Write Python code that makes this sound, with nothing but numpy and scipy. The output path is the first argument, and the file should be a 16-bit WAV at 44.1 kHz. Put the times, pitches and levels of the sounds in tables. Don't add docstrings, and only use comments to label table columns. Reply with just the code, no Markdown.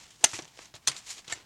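import sys
import numpy as np
from scipy import signal
from scipy.fft import rfft, irfft
from scipy.io import wavfile
from scipy.ndimage import uniform_filter1d

SR = 44100
rng = np.random.default_rng(int(sys.argv[2]) if len(sys.argv) > 2 else 0)


def invert_db(x):
    u = np.asarray(x, float) / 20
    return 10 ** u


def wav_out(sig):
    wavfile.write(sys.argv[1], SR, np.round(np.clip(np.atleast_2d(sig).T, -1, 1) * 32767).astype(np.int16))


N = 63945
FILTER_HZ = np.fft.rfftfreq(2048, 1 / SR)


def evened(x):
    return x / np.sqrt(np.mean(x ** 2) + 1e-20)


def read(points, hz):
    f, value = np.transpose(points)
    return np.interp(np.log(hz + 1), np.log(f + 1), value)


def add(mix, start_s, sound):
    part = mix[round(start_s * SR):][:len(sound)]
    part += sound[:len(part)]


def colour(gain_db):
    log = np.log(invert_db(np.maximum(gain_db, -100)))
    log = np.r_[log, log[-2:0:-1]]
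    minimum_phase = -signal.hilbert(log).imag
    return np.fft.ifft(np.exp(log + 1j * minimum_phase)).real[:1024]


def dying(t, t60):
    return invert_db(-60 * t / t60)


def ring(modes):
    t = np.arange(6000) / SR
    out = np.zeros(6000)
    for hz, db, t60 in modes:
        soft_start = np.minimum(t * hz / 1.286, 1)
        out += invert_db(db) * dying(t, t60) * np.sin(2 * np.pi * hz * t) * soft_start
    return out


def grains(count, per_s):
    spread_db = 3.0
    chance, side, size = rng.random((3, count))
    happens = chance < per_s / SR
    return happens * np.sign(side - .5) * invert_db(-spread_db * np.log(size + 0.038))


def chatter(t60, rise_s):
    t = np.arange(3000) / SR
    rattle = grains(3000, 10000) * dying(t, t60) * np.minimum(t / rise_s, 1)
    rattle[round(rise_s * SR)] += 2.2
    return rattle / 2.374


# (f/Hz, level/dB)
AIR_CURVE = [(15, -31.5), (25, 4), (149, 7.5), (335, -1), (516, -8.5), (796, -1.5), (1290, -7.5),
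             (6210, -11.5), (16000, -20.5)]


def air():
    noise = rfft(rng.standard_normal(N))
    shaped = irfft(noise * invert_db(read(AIR_CURVE, np.fft.rfftfreq(N, 1 / SR))), N)
    return invert_db(-64) * evened(shaped)


# (f/Hz, t60/s)
ECHO_TIMES = [(200, 0.19), (1000, .25), (4000, 0.067), (10000, 0.063)]


def room(x):
    taps = np.zeros(SR // 2)
    at = np.arange(200, SR // 2 - 20, 20)
    taps[at + rng.integers(0, 20, len(at))] = rng.choice([-1., 1.], len(at))
    hz, t, z = signal.stft(taps, SR, nperseg=256)
    fade = dying(t, read(ECHO_TIMES, hz)[:, None])
    tail = signal.istft(z * fade, SR, nperseg=256)[1]
    return signal.fftconvolve(x, tail / np.linalg.norm(tail))[:N]


# (f/Hz, level/dB)
MIC_CURVE = [(20, -38.5), (60, -13), (100, 1), (9500, 0), (12500, -0.5), (16000, -12)]


def microphone(x):
    return signal.oaconvolve(x, colour(read(MIC_CURVE, FILTER_HZ)))[:N]


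# (peak t/s, rise/s, fall/s, level/dB, tilt/dB per octave)
STROKES_OF_HAND = [(.001, .05, 0.16, -50, -1.2), (0.217, 0.027, 0.16, -53, -5.7),
                   (.295, 0.13, 0.052, -45, 2.5), (.355, 0.051, 0.076, -41, 1.2),
                   (.43, .05, .12, -57, -4.6), (.625, 0.14, 0.1, -50.5, -0.7),
                   (0.763, 0.013, 0.028, -53, -2.9), (.93, 0.11, 0.16, -48, -1.9),
                   (.99, 0.043, 0.027, -51, 3.3), (1.105, 0.059, 0.092, -38.5, 2),
                   (1.187, 0.035, 0.035, -49.5, -2.4), (1.254, 0.041, .04, -66, -0.5),
                   (1.309, 0.038, 0.078, -42.5, -1.9), (1.375, 0.066, 0.18, -56, -3.9)]
# (f/Hz, level/dB per Hz)
RUB_CURVE = [(180, -37.5), (300, -10), (528, -11.5), (1030, -6.5), (1390, -8), (2170, -3), (2980, -3),
             (7200, -2), (16000, -34.5)]


def rubbing():
    t = np.arange(N) / SR
    slips = grains(N, 10000)
    flutter = invert_db(1.8 * evened(uniform_filter1d(rng.standard_normal(N), 250)))
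    out = np.zeros(N)
    for peak_s, rise_s, fall_s, db, tilt_db in STROKES_OF_HAND:
        away = np.where(t < peak_s, (peak_s - t) / rise_s, (t - peak_s) / fall_s)
        taps = colour(read(RUB_CURVE, FILTER_HZ) + tilt_db * np.log2((FILTER_HZ + 100) / 4000))
        stroke = evened(signal.oaconvolve(slips * flutter, taps)[:N])
        out += invert_db(db - 20 * away ** 1.21) * stroke
    return out


# (t/s, peak level/dB, ring f/Hz, chatter t60/s, tilt/dB per octave)
SMALL_TICKS = [(.105, -40, 3220, 0.13, 2.5), (.292, -30.5, 5700, .04, -3), (0.3145, -31.5, 7100, .02, .3),
               (.322, -32, 6160, 0.012, 2), (.333, -28, 1450, 0.065, -4), (0.337, -24, 7800, .03, 1.6),
               (0.342, -26.5, 2540, 0.046, -1), (.3665, -31, 2980, 0.0087, -7.5),
               (0.3887, -24.5, 5680, 0.055, -7.5), (0.4212, -32.5, 5870, 0.041, 2),
               (0.4457, -40.5, 6130, 0.022, 2.5), (.453, -34.5, 6000, 0.0091, -4.9),
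               (.478, -42, 3030, 0.068, 3),
               (.5565, -52, 7650, .03, -6), (0.5739, -36.5, 5600, 0.013, -1.5),
                   (.5898, -34, 1490, 0.027, -6), (.6555, -36.5, 6250, 0.021, 2.5),
                   (0.7399, -34, 3950, 0.1, -4.5), (.751, -38, 3100, 0.086, 9),
                   (0.9152, -27.5, 1910, 0.043, 1.5), (0.9645, -27, 4100, 0.033, 2),
                   (.9765, -31.5, 7460, 0.052, 2), (1.179, -31, 3230, 0.048, 3),
                   (1.2443, -43, 1710, 0.078, -1), (1.2784, -27, 3600, 0.052, 0.1),
                   (1.298, -31, 2950, 0.063, -2)]


def ticks():
    ring_db, ring_width_hz, rise_s, trim_db = 1, 400, .0005, -1.5
    out = np.zeros(N)
    for start_s, db, ring_hz, t60, tilt_db in SMALL_TICKS:
        peak = invert_db(ring_db + 6) / np.abs(1 + 2j * (FILTER_HZ - ring_hz) / ring_width_hz)
        gain_db = 1.1 * read(RUB_CURVE, FILTER_HZ) + 20 * np.log10(1 + peak)
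        gain_db += tilt_db * np.log2((FILTER_HZ + 300) / 4000)
        tick = signal.oaconvolve(chatter(t60, rise_s), colour(gain_db))
        add(out, start_s, invert_db(db + trim_db) * tick / abs(tick).max())
    return out


# (t/s,
# peak level/dB, f/Hz, t60/s)
TABLE_KNOCKS = [(.2375, -25.5, 580, 0.023), (.2405, -15, 720, 0.024), (.241, -22, 910, 0.023),
                (0.241, -30.5, 244, 0.045), (0.241, -33.5, 97, 0.052), (0.332, -38.5, 108, 0.1),
                (0.336, -44.5, 333, 0.14), (.389, -27.5, 341, 0.032), (0.389, -41, 110, 0.054),
                (.42, -45, 151, 0.11), (.574, -44.5, 500, .02), (0.592, -51, 1470, 0.022),
                (1.3244, -25.5, 1810, 0.045), (0.5903, -48, 964, 0.036), (.591, -41.5, 463, 0.029),
                (0.742, -36.5, 108, 0.043), (.741, -48, 610, 0.05), (0.8757, -38, 134, 0.14),
                (0.877, -65, 341, 0.23), (.874, -57, 575, 0.013), (.875, -33, 980, 0.055),
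                (1.277, -49.5, 134, 0.13), (1.28, -46.5, 400, 0.043), (1.324, -46, 113.4, 0.18),
                (1.323, -40.5, 330, 0.039), (1.324, -34, 703, 0.039)]


def knocks():
    spread, side_db = 0.14, -7
    out = np.zeros(N)
    for start_s, db, hz, t60 in TABLE_KNOCKS:
        above, below = 1 + spread * (1 + rng.random(2))
        main = (hz, db, t60)
        upper = (hz * above, db + side_db, 0.93 * t60)
        lower = (hz / below, db + side_db, 0.52 * t60)
        add(out, start_s, ring([main, upper, lower]))
    return out


# (t/s, peak level/dB, chatter t60/s, crack over ring level/dB)
FIRST_SNAP = [
    (.2402, -23, 0.0034, 11),
    (.2413, -0.5, 0.0066, -6.5),
    (.2434, -8.5, 0.0029, -4),
    (.2446, 0, 0.003, -12.5),
    (.2462, -6, 0.013, -4),
    (.2485, -14, 0.025, 7),
    (.256, -21, 0.066, 2.5),
]
SECOND_SNAP = [
    (.8702, -31.5, 0.05, 11),
    (.8734, -10, 0.017, -5.5),
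    (.8746, -13.5, 0.051, -3),
    (.8793, -11, 0.02, -6.5),
    (.8832, -14, 0.041, 0),
    (.895, -23, 0.062, 21),
]
THIRD_SNAP = [
    (1.3222, -25, .01, 1),
    (1.3238, -21.5, .012, -1),
    (1.3253, -20, .03, 2),
    (1.3325, -27, .045, 4),
]
# (f/Hz, level/dB, t60/s)
FIRST_TRAY = [(1380, -15.5, .02), (2090, -5, .015), (3000, 2.5, .012), (3726, 7, 0.0045),
              (4580, -19, 0.0076), (5696, -16, .008), (6230, 5.5, 0.014), (6580, 5.5, 0.017),
              (7060, -4, 0.014), (9150, 1.5, 0.0059), (11100, -54, 0.0079)]
SECOND_TRAY = [(1950, -9.5, 0.014), (2500, -4.5, 0.01), (3680, 6, 0.0053), (4070, -0.5, .007),
               (5290, -8.5, 0.0097), (5530, -14, 0.0031), (6330, 6, 0.0095), (7400, 4.5, 0.0087),
               (8560, -8, 0.0087), (8980, -6.5, 0.0066)]
THIRD_TRAY = [(2150, -4, .008), (3000, -8, .008), (3790, -3, .01), (4500, -3, .008), (6320, -6, .008),
              (7413, 0, .011)]


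def snap(contacts, modes):
    crack_t60, crack_rise_s = .006, .0002
    t = np.arange(800) / SR
    out = np.zeros(N)
    top = abs(ring(modes)).max()
    taps = colour(read(RUB_CURVE, FILTER_HZ))
    for start_s, db, t60, crack_db in contacts:
        spot = rng.standard_normal((len(modes), 2))
        moved = [(hz * (1 + 0.02 * a), level + 0.85 * b, fade)
                 for (hz, level, fade), (a, b) in zip(modes, spot)]
        body = ring(moved) / top
        burst = rng.standard_normal(800) * dying(t, crack_t60) * np.minimum(t / crack_rise_s, 1)
        crack = np.convolve(burst, taps)
        add(body, 0, invert_db(crack_db) * crack / abs(crack).max())
        blow = signal.oaconvolve(chatter(t60, .0001), body)
        add(out, start_s, invert_db(db) * blow / abs(blow).max())
    return out


def scene():
    snaps = snap(FIRST_SNAP, FIRST_TRAY) + snap(SECOND_SNAP, SECOND_TRAY) + snap(THIRD_SNAP, THIRD_TRAY)
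    near = microphone(snaps + ticks() + rubbing())
    echo = invert_db(-20) * room(near)
    return (near + echo + knocks() + air())[None]


def roll_off(x):
    return signal.sosfilt(signal.butter(12, 16440, fs=SR, output="sos"), x)


def record(dry):
    mix = np.clip(dry, -.94, .94)
    return roll_off(mix)


dry = scene()
out = record(dry)
wav_out(out)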